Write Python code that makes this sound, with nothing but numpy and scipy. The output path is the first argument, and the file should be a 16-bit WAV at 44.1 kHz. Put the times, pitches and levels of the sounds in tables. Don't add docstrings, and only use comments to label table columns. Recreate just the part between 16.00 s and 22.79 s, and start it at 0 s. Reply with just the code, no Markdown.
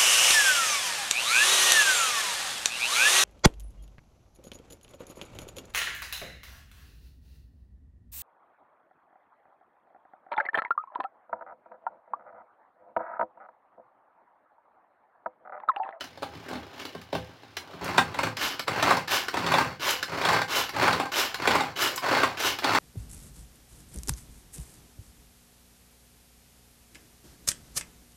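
import sys
import numpy as np
from scipy import signal
from scipy.fft import rfft, irfft
from scipy.io import wavfile
from scipy.ndimage import uniform_filter1d

SR = 44100
rng = np.random.default_rng(int(sys.argv[2]) if len(sys.argv) > 2 else 0)


def store_wav(level_fs):
    pcm = np.round(np.clip(np.atleast_2d(level_fs), -1, 1) * 32767)
    wavfile.write(sys.argv[1], SR, pcm.T.astype(np.int16))


N = 299306
TIME = np.arange(N) / SR

# start t/s, catch t/s, speed-up/s, ratchet drive/dB, release drive/dB, catch drive/dB
REWINDS = [(2.368, 2.593, 0.069, -27, -22, -18), (3.078, 3.282, 0.06, -24, -23, -19),
           (3.799, 4.027, 0.081, -25, -46, -17.5), (4.482, 4.691, 0.099, -24, -36, -23),
           (5.119, 5.342, 0.067, -23.5, -27.5, -20), (5.761, 5.976, 0.062, -23.5, -30, -22.5),
           (6.372, 6.586, 0.09, -24.5, -31.5, -20.5)]
# f/Hz, width/Hz,
# lift/dB
BOWL_MODES = [(200, 26, -11), (262, 93, 14), (384, 61, 5), (455, 31, -3.5), (542, 63, 3), (808, 7.8, 6.5),
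              (970, 18, -0.5), (1580, 20, 8), (1506, 74, 4), (2097, 30, 6.5), (3230, 90, -22),
              (3290, 52, 12), (3540, 90, -13), (4440, 640, 7), (5300, 130, 6), (7550, 130, 7)]
# f/Hz, width/Hz, lift/dB
COUNTER_MODES = [(81.3, 13.6, 9.5), (114, 9.6, 17.5), (150, 28, 4)]
# f/Hz, width/Hz, lift/dB
LID_MODES = [(285, 25, 6.5), (364.7, 17, 8.5), (800, 13, 9.5), (1040, 360, 6), (1497, 100, 5),
             (1727, 76, 6.5), (2200, 81, 7), (2777, 160, 3), (2980, 210, 6.5), (4000, 220, 3),
             (5070, 160, 5), (5360, 44, 1), (7000, 100, 7)]
# f/Hz, level/dB
RUMBLE_SPECTRUM = [(25, -36), (45, -56), (66, -15), (82, -5), (120, -10), (170, 1.5), (230, -5.5),
                   (400, -5), (1500, -73)]
# f/Hz, level/dB
HISS_SPECTRUM = [(1500, -33.5), (3500, 13.5), (5000, 4.5), (7000, -3.5), (9000, -8), (13000, -19),
                 (16000, -9)]
# f/Hz, level/dB
ZIP_SPECTRUM = [(3000, -29), (6000, 6), (7500, 3.5), (9500, -3), (11500, 1), (14000, -1), (16000, -6.5)]


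def chopping(idle_hz=85, top_hz=155, coast_s=.12):
    # f/Hz, level/dB
    chop_spectrum = [(120, -25), (250, -15), (450, -3.5), (700, -1), (1000, 3), (1500, -3), (2500, -7),
                     (4500, -16), (6000, -19.5), (9000, -30.5), (16000, -31)]
    chop, rumble = pull_gains()
    blows = contacts(per_s=170, spread_db=0.0)

    clatter = even(crunch(blows, crush_s=.0018, bed=.35), window_s=.028)
    bowl = colour(chop * clatter, chop_spectrum, BOWL_MODES)

    small_blows = contacts(per_s=740, spread_db=2)
    patter = chop * even(pieces(blows + 0.24 * small_blows, q=9.8), window_s=0.022)

    shaking = colour(crunch(blows, crush_s=0.0025, bed=0.15), RUMBLE_SPECTRUM, COUNTER_MODES)
    counter = rumble * even(shaking, window_s=0.19)

    friction = even(crunch(blows, crush_s=0.0024, bed=0.85), window_s=.04)
    cord = colour(chop ** 0.95 * friction, HISS_SPECTRUM)

    momentum = np.sqrt(leak(chop, coast_s))
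    speed = momentum / momentum.max()
    pass_hz = idle_hz + (top_hz - idle_hz) * speed + 12 * drift(per_s=60)
    tone = np.sin(2 * np.pi * np.cumsum(pass_hz) / SR)
    whir = rumble * speed * tone * from_db(5.6 * drift(per_s=31))

    return (bowl + from_db(-8) * patter + from_db(-4.5) * counter
            + from_db(-23.0) * cord + from_db(-9.5) * whir)


def pull_gains():
    # start t/s, speed-up/s, run-down/s,
    # first-bite chop drive/dB, full-speed chop drive/dB, counter rumble drive/dB
    pulls = [(1.815, 0.039, 0.47, -38.5, -33.5, -33), (2.171, 0.071, 0.122, -45, -35, -37),
             (2.678, 0.21, 0.16, -36.5, -23, -32), (3.34, 0.23, 0.19, -36, -26, -32),
             (4.086, 0.26, 0.11, -35.5, -23, -34), (4.739, 0.084, 0.27, -35.5, -22.5, -33.5),
             (5.395, 0.1057, 0.23, -34, -23, -35), (6.03, 0.12, 0.21, -29, -22, -37.5),
             (6.633, 0.11, 0.27, -28, -23, -36)]
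    bends = (1.1, 1.4)
    chop, rumble = 0, 0
    for start_s, rise_s, fall_s, bite_db, top_db, rumble_db in pulls:
        chop_swell = swell(start_s, rise_s, fall_s, rise_db=top_db - bite_db, fall_db=22,
                           bends=bends, fade_s=0.0159)
        rumble_swell = swell(start_s, rise_s, fall_s, rise_db=3, fall_db=19,
                             bends=bends, fade_s=0.0069)
        chop = chop + from_db(top_db) * chop_swell
        rumble = rumble + from_db(rumble_db) * rumble_swell
    return chop, rumble


def knocks():
    # t/s, force drive/dB, ring f/Hz, crack drive/dB
    strikes = [(1.886, -22, 1165, -54), (1.945, -24.5, 1040, -49), (1.975, -20, 920, -32),
               (1.979, -5.5, 1410, -23), (2.142, -23, 714, -44), (2.187, -15.5, 970, -35),
               (2.231, -11, 1086, -35), (2.267, -19, 800, -52), (2.678, -13.5, 1540, -30),
               (2.825, -9, 1220, -25), (2.905, -9, 1180, -31), (2.968, -18, 1040, -32),
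               (3.339, -17, 854, -39), (3.369, -15.5, 1110, -36), (3.389, -26, 527, -38.5),
               (3.463, -16, 980, -33), (3.516, -10.5, 1100, -39), (3.538, -10.5, 1070, -31),
               (3.582, -11, 910, -31), (3.607, -16, 1073, -45), (4.217, -29, 1040, -36.5),
               (4.25, -12, 742, -27.5), (4.286, -10, 1000, -32), (4.329, -12, 776, -38),
               (4.415, -17, 1630, -33), (4.762, -20, 840, -39), (4.826, -13.5, 1560, -32),
               (4.877, -9.5, 1023, -36.5), (4.928, -14, 1200, -29.5), (4.997, -15.5, 974, -35.5),
               (5.054, -23, 831, -45.5), (5.473, -7, 490, -27), (5.513, -25, 956, -30.5),
               (5.551, -10.5, 940, -55), (5.605, -15.5, 810, -33), (6.172, -28, 824, -38),
               (6.231, -9.5, 950, -29.5), (6.643, -15.5, 848, -27.5), (6.747, -11.5, 1040, -29)]
    # f/Hz, level/dB
    knock_spectrum = [(100, -24.5), (300, -7.5), (600, -2.5), (900, 2.5), (1500, -4.5), (2500, -5.5),
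                      (4500, -22.5), (8000, -22.5), (16000, -34.5)]
    s, force_db, ring_hz, crack_db = np.transpose(strikes)
    force = bursts(force_db, rise_s=0.0034, decay_s=0.0043)
    blows = pitched(force, ring_hz, ring=.8, q=3)
    cracks = bursts(crack_db, rise_s=0.0017, decay_s=0.002)
    return (from_db(-5.5) * colour(place(s, blows), knock_spectrum, BOWL_MODES)
            + from_db(-20) * colour(place(s, force), RUMBLE_SPECTRUM, COUNTER_MODES)
            + from_db(6.5) * colour(place(s, cracks), HISS_SPECTRUM))


def rewinding(top_ticks_per_s=330, jitter=.35):
    # f/Hz, level/dB
    ratchet_spectrum = [(100, -12), (200, -9), (400, -4.5), (1000, -3.5), (1500, -0.5), (2000, -4),
                        (3000, -1.5), (5000, -6), (6500, -10), (10000, -37)]
    ratchet, hiss = rewind_gains()
    speed = np.sqrt(ratchet / ratchet.max())
    wobble = 1 + jitter * drift(per_s=250)
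    teeth = np.cumsum(top_ticks_per_s * speed * wobble) / SR
    ticks = np.diff(np.floor(teeth), prepend=0) * from_db(1.2 * rng.standard_normal(N))
    force = even(crunch(ticks, crush_s=0.0014, bed=1.0), window_s=0.015)
    force = force * from_db(1.5 * drift(per_s=130))
    rattle = even(pieces(ticks, q=8.4), window_s=0.0273)
    return (from_db(0.5) * colour(ratchet * force, ratchet_spectrum, LID_MODES)
            + from_db(-8.0) * ratchet * rattle
            + from_db(4.5) * colour(hiss * force, ZIP_SPECTRUM))


def rewind_gains():
    ratchet = 0
    for start_s, catch_s, rise_s, ratchet_db, _, _ in REWINDS:
        stroke = swell(start_s, rise_s, catch_s - start_s - rise_s, rise_db=12, fall_db=22,
                       bends=(1.3, 1.25), fade_s=.005)
        ratchet = ratchet + from_db(ratchet_db) * stroke
    hiss = from_db(-34.5) * (ratchet / ratchet.max()) ** 1.45
    return ratchet, hiss


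def clicks():
    # t/s, click drive/dB, snap drive/dB
    taps = [(0.007, -24, -44), (0.04, -33, -44), (0.488, -40, -45.5), (0.797, -27.5, -49),
            (0.851, -29.5, -42), (1.014, -37, -50), (1.567, -18.5, -38), (1.843, -36, -36),
            (3.117, -18.5, -31), (3.906, -20, -23), (5.959, -33, -26), (6.4, -23.5, -30.5)]
    # f/Hz, level/dB
    click_spectrum = [(100, -8), (400, -2), (900, 0), (1600, 1), (3000, -1.5), (5000, -2.5), (8000, -21.5),
                      (16000, -24)]
    snap_offset_db = -16.5
    releases = [(s, db, db + snap_offset_db) for s, _, _, _, db, _ in REWINDS]
    catches = [(s, db, db + snap_offset_db) for _, s, _, _, _, db in REWINDS]
    s, click_db, snap_db = np.transpose(taps + releases + catches)
    body = bursts(click_db, rise_s=.0018, decay_s=0.0041)
    snap = bursts(snap_db, rise_s=0.0013, decay_s=0.0028)
    return (from_db(-3.0) * colour(place(s, body), click_spectrum, LID_MODES)
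            + from_db(0.5) * colour(place(s, snap), ZIP_SPECTRUM))


def handling():
    # start t/s, build-up/s, fade/s, rub drive/dB, hiss drive/dB
    slides = [(0.0, 0.01, 0.089, -46, -46), (0.24, 0.1, 0.38, -49.5, -55.5), (0.44, 0.049, 0.28, -39, -51),
              (0.73, 0.087, 0.18, -42.5, -44), (1.13, 0.02, 0.14, -44.5, -47),
              (1.6, 0.27, 0.59, -41.5, -51)]
    # f/Hz, level/dB
    rub_spectrum = [(100, -35), (250, -7.5), (500, -1.5), (900, 0), (1600, -4.5), (3000, -9.5),
                    (8000, -46.5)]
    # f/Hz, level/dB
    slide_spectrum = [(700, -27), (1600, -1.5), (2700, -0.5), (4000, -5), (5800, -10), (8000, -21),
                      (16000, -23)]
    grip = np.clip((1.79 - TIME) / 0.058, 0, 1)
    rub, hiss = from_db(-54.5) * grip, from_db(-61) * grip
    for start_s, rise_s, fall_s, rub_db, hiss_db in slides:
        push = swell(start_s, rise_s, fall_s, rise_db=15, fall_db=21, bends=(1.0, 1), fade_s=0.017)
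        rub = rub + from_db(rub_db) * push
        hiss = hiss + from_db(hiss_db) * push
    slips = even(crunch(contacts(per_s=180, spread_db=8), crush_s=0.0025, bed=0.31), window_s=0.032)
    creaks = even(pieces(contacts(per_s=300, spread_db=-2), q=5.3), window_s=0.065)
    rumble = even(colour(rng.standard_normal(N), RUMBLE_SPECTRUM, COUNTER_MODES), window_s=0.037)
    return (from_db(-2.5) * colour(rub * (slips + 0.28 * creaks), rub_spectrum, BOWL_MODES)
            + from_db(2.0) * colour(hiss * slips, slide_spectrum, LID_MODES)
            + from_db(-16.5) * rub * rumble)


def bumps():
    # t/s, force drive/dB, ring f/Hz, thud drive/dB
    contacts_made = [(0.173, -34.5, 536, -61), (0.221, -27, 614, -54), (0.228, -22, 795, -51),
                     (0.348, -39, 248, -47), (0.511, -27.5, 820, -42.5), (0.53, -26.5, 394, -48),
                     (0.554, -30, 250, -50), (0.948, -30, 417, -47), (1.127, -21.5, 545, -38),
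                     (1.15, -19.5, 567, -37.5), (1.432, -39.5, 346, -61), (1.736, -38, 285, -49)]
    # f/Hz, level/dB
    bump_spectrum = [(100, -14), (250, -10), (500, -3), (800, 0), (1500, -8), (3000, -15), (5500, -21),
                     (8000, -37)]
    s, force_db, ring_hz, thud_db = np.transpose(contacts_made)
    force = bursts(force_db, rise_s=0.0013, decay_s=0.0049)
    blows = pitched(force, ring_hz, ring=1.6, q=6)
    thuds = bursts(thud_db, rise_s=0.0032, decay_s=0.0092)
    return (from_db(-3) * colour(place(s, blows), bump_spectrum, BOWL_MODES)
            + from_db(10.5) * colour(place(s, thuds), RUMBLE_SPECTRUM, COUNTER_MODES)
            + from_db(-14.5) * colour(place(s, force), HISS_SPECTRUM))


def kitchen(x, near_db, near_s, tail_db, tail_onset_s):
    # f/Hz, t60/s
    decay_times = [(80, 0.4), (210, 0.21), (560, 0.13), (1500, 0.12), (4000, 0.14), (12000, 0.14)]
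    age = TIME[:SR]
    sparse = rng.standard_normal(SR) * (rng.random(SR) < .05)
    near = rms_one(sparse * np.exp(-age / near_s) * (age > .001))

    white, hz, tail = rfft(rng.standard_normal(SR)), np.fft.rfftfreq(SR, 1 / SR), 0
    for low in 22 * 2 ** np.arange(10):
        band = irfft(white * ((hz >= low) & (hz < 2 * low)), SR)
        tail = tail + band * from_db(-60 * age / at_hz(decay_times, low * np.sqrt(2)))
    tail = rms_one(tail * np.minimum(age / tail_onset_s, 1))
    response = (age == 0) + (from_db(near_db) * near + from_db(tail_db) * tail) / np.sqrt(SR)

    power = np.abs(rfft(response)) ** 2
    ragged = np.interp(hz, [1500, 4000, 9000], [0, .8, .15])
    broad = (1 - ragged) * uniform_filter1d(power, size=28) + ragged * uniform_filter1d(power, size=400)
    return signal.fftconvolve(x, causal(response, 1 / np.sqrt(broad)))[:N]


def background():
    # f/Hz, level/dB
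    floor_spectrum = [(25, -65), (85, 18), (200, 3), (600, -5), (2000, -3), (5000, -7), (8000, -24),
                      (16000, -28)]
    return from_db(-58) * colour(rng.standard_normal(N), floor_spectrum)


def swell(start_s, rise_s, fall_s, rise_db, fall_db, bends, fade_s):
    past_top = TIME - start_s - rise_s
    gain = np.clip(1 + np.minimum(TIME - start_s, fall_s - past_top) / fade_s, 0, 1)
    on = gain > 0
    rising = np.clip(-past_top[on] / rise_s, 0, 1)
    falling = np.clip(past_top[on] / fall_s, 0, 1)
    gain[on] *= from_db(-rise_db * rising ** bends[0] - fall_db * falling ** bends[1])
    return gain


def contacts(per_s, spread_db):
    return (rng.random(N) < per_s / SR) * from_db(spread_db * np.minimum(rng.exponential(1, N), 3))


def crunch(touches, crush_s, bed):
    power = leak(touches ** 2 + 1e-18, crush_s)
    return rng.standard_normal(N) * np.sqrt(power / power.mean() + bed ** 2)


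def pieces(blows, q, count=12):
    dealt = rng.integers(0, count, N)
    pitches_hz = np.geomspace(330, 2600, count)
    return sum(resonate(blows * (dealt == k), hz, q) for k, hz in enumerate(pitches_hz))


def bursts(levels_db, rise_s, decay_s, size=4096):
    age = np.arange(size) / SR
    shape = (1 - np.exp(-(age / rise_s) ** 2)) * np.exp(-age / decay_s)
    noise = rng.standard_normal((len(levels_db), size))
    return from_db(levels_db)[:, None] * noise * shape / shape.max()


def pitched(blows, ring_hz, ring, q):
    return [blow + ring * resonate(blow, hz, q) for blow, hz in zip(blows, ring_hz)]


def place(times, sounds):
    out = np.zeros(N + SR)
    for s, sound in zip(times, sounds):
        start = int(np.clip(s * SR, 0, N))
        out[start:start + len(sound)] += sound
    return out[:N]


def drift(per_s):
    knots = rng.standard_normal(4096)
    return 1.2 * np.interp(TIME * per_s, np.arange(len(knots)), knots)


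def leak(x, decay_s):
    return signal.lfilter([1], [1, -np.exp(-1 / (decay_s * SR))], x)


def even(x, window_s):
    return x / np.sqrt(np.maximum(uniform_filter1d(x * x, int(window_s * SR)), 1e-12))


def resonate(x, hz, q):
    return signal.lfilter(*signal.iirpeak(hz, max(q, .7), fs=SR), x + 1e-18)


def colour(x, spectrum, modes=(), size=8192):
    hz = np.fft.rfftfreq(size, 1 / SR)
    lifts = sum(lift / (1 + (2 * (hz - f) / width) ** 2) for f, width, lift in modes)
    return causal(x, rms_one(from_db(at_hz(spectrum, hz) + lifts)))


def causal(x, gain):
    size = 2 * (len(gain) - 1)
    cepstrum = irfft(np.log(gain))[:size // 2]
    cepstrum[1:] *= 2
    return signal.oaconvolve(x, irfft(np.exp(rfft(cepstrum, size)))[:size // 2])[:len(x)]


def at_hz(points, hz):
    points = np.array(points)
    return np.interp(np.log(np.maximum(hz, 1)), np.log(points[:, 0]), points[:, 1])


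def from_db(db):
    return 10 ** (np.asarray(db) / 20)


def rms_one(x):
    return x / np.sqrt(np.mean(x ** 2) + 1e-20)


def scene():
    chopper = chopping() + knocks() + rewinding() + clicks() + handling() + bumps()
    room = kitchen(chopper, near_db=-1.5, near_s=0.014, tail_db=-0.5, tail_onset_s=0.012)
    return (room + background())[None]


def record(dry):
    bass_cut = signal.butter(2, 45, "high", fs=SR, output="sos")
    top_cut = signal.ellip(12, .1, 80, 16000, fs=SR, output="sos")
    return signal.sosfilt(top_cut, signal.sosfilt(bass_cut, dry))


dry = scene()
out = record(dry)
store_wav(out)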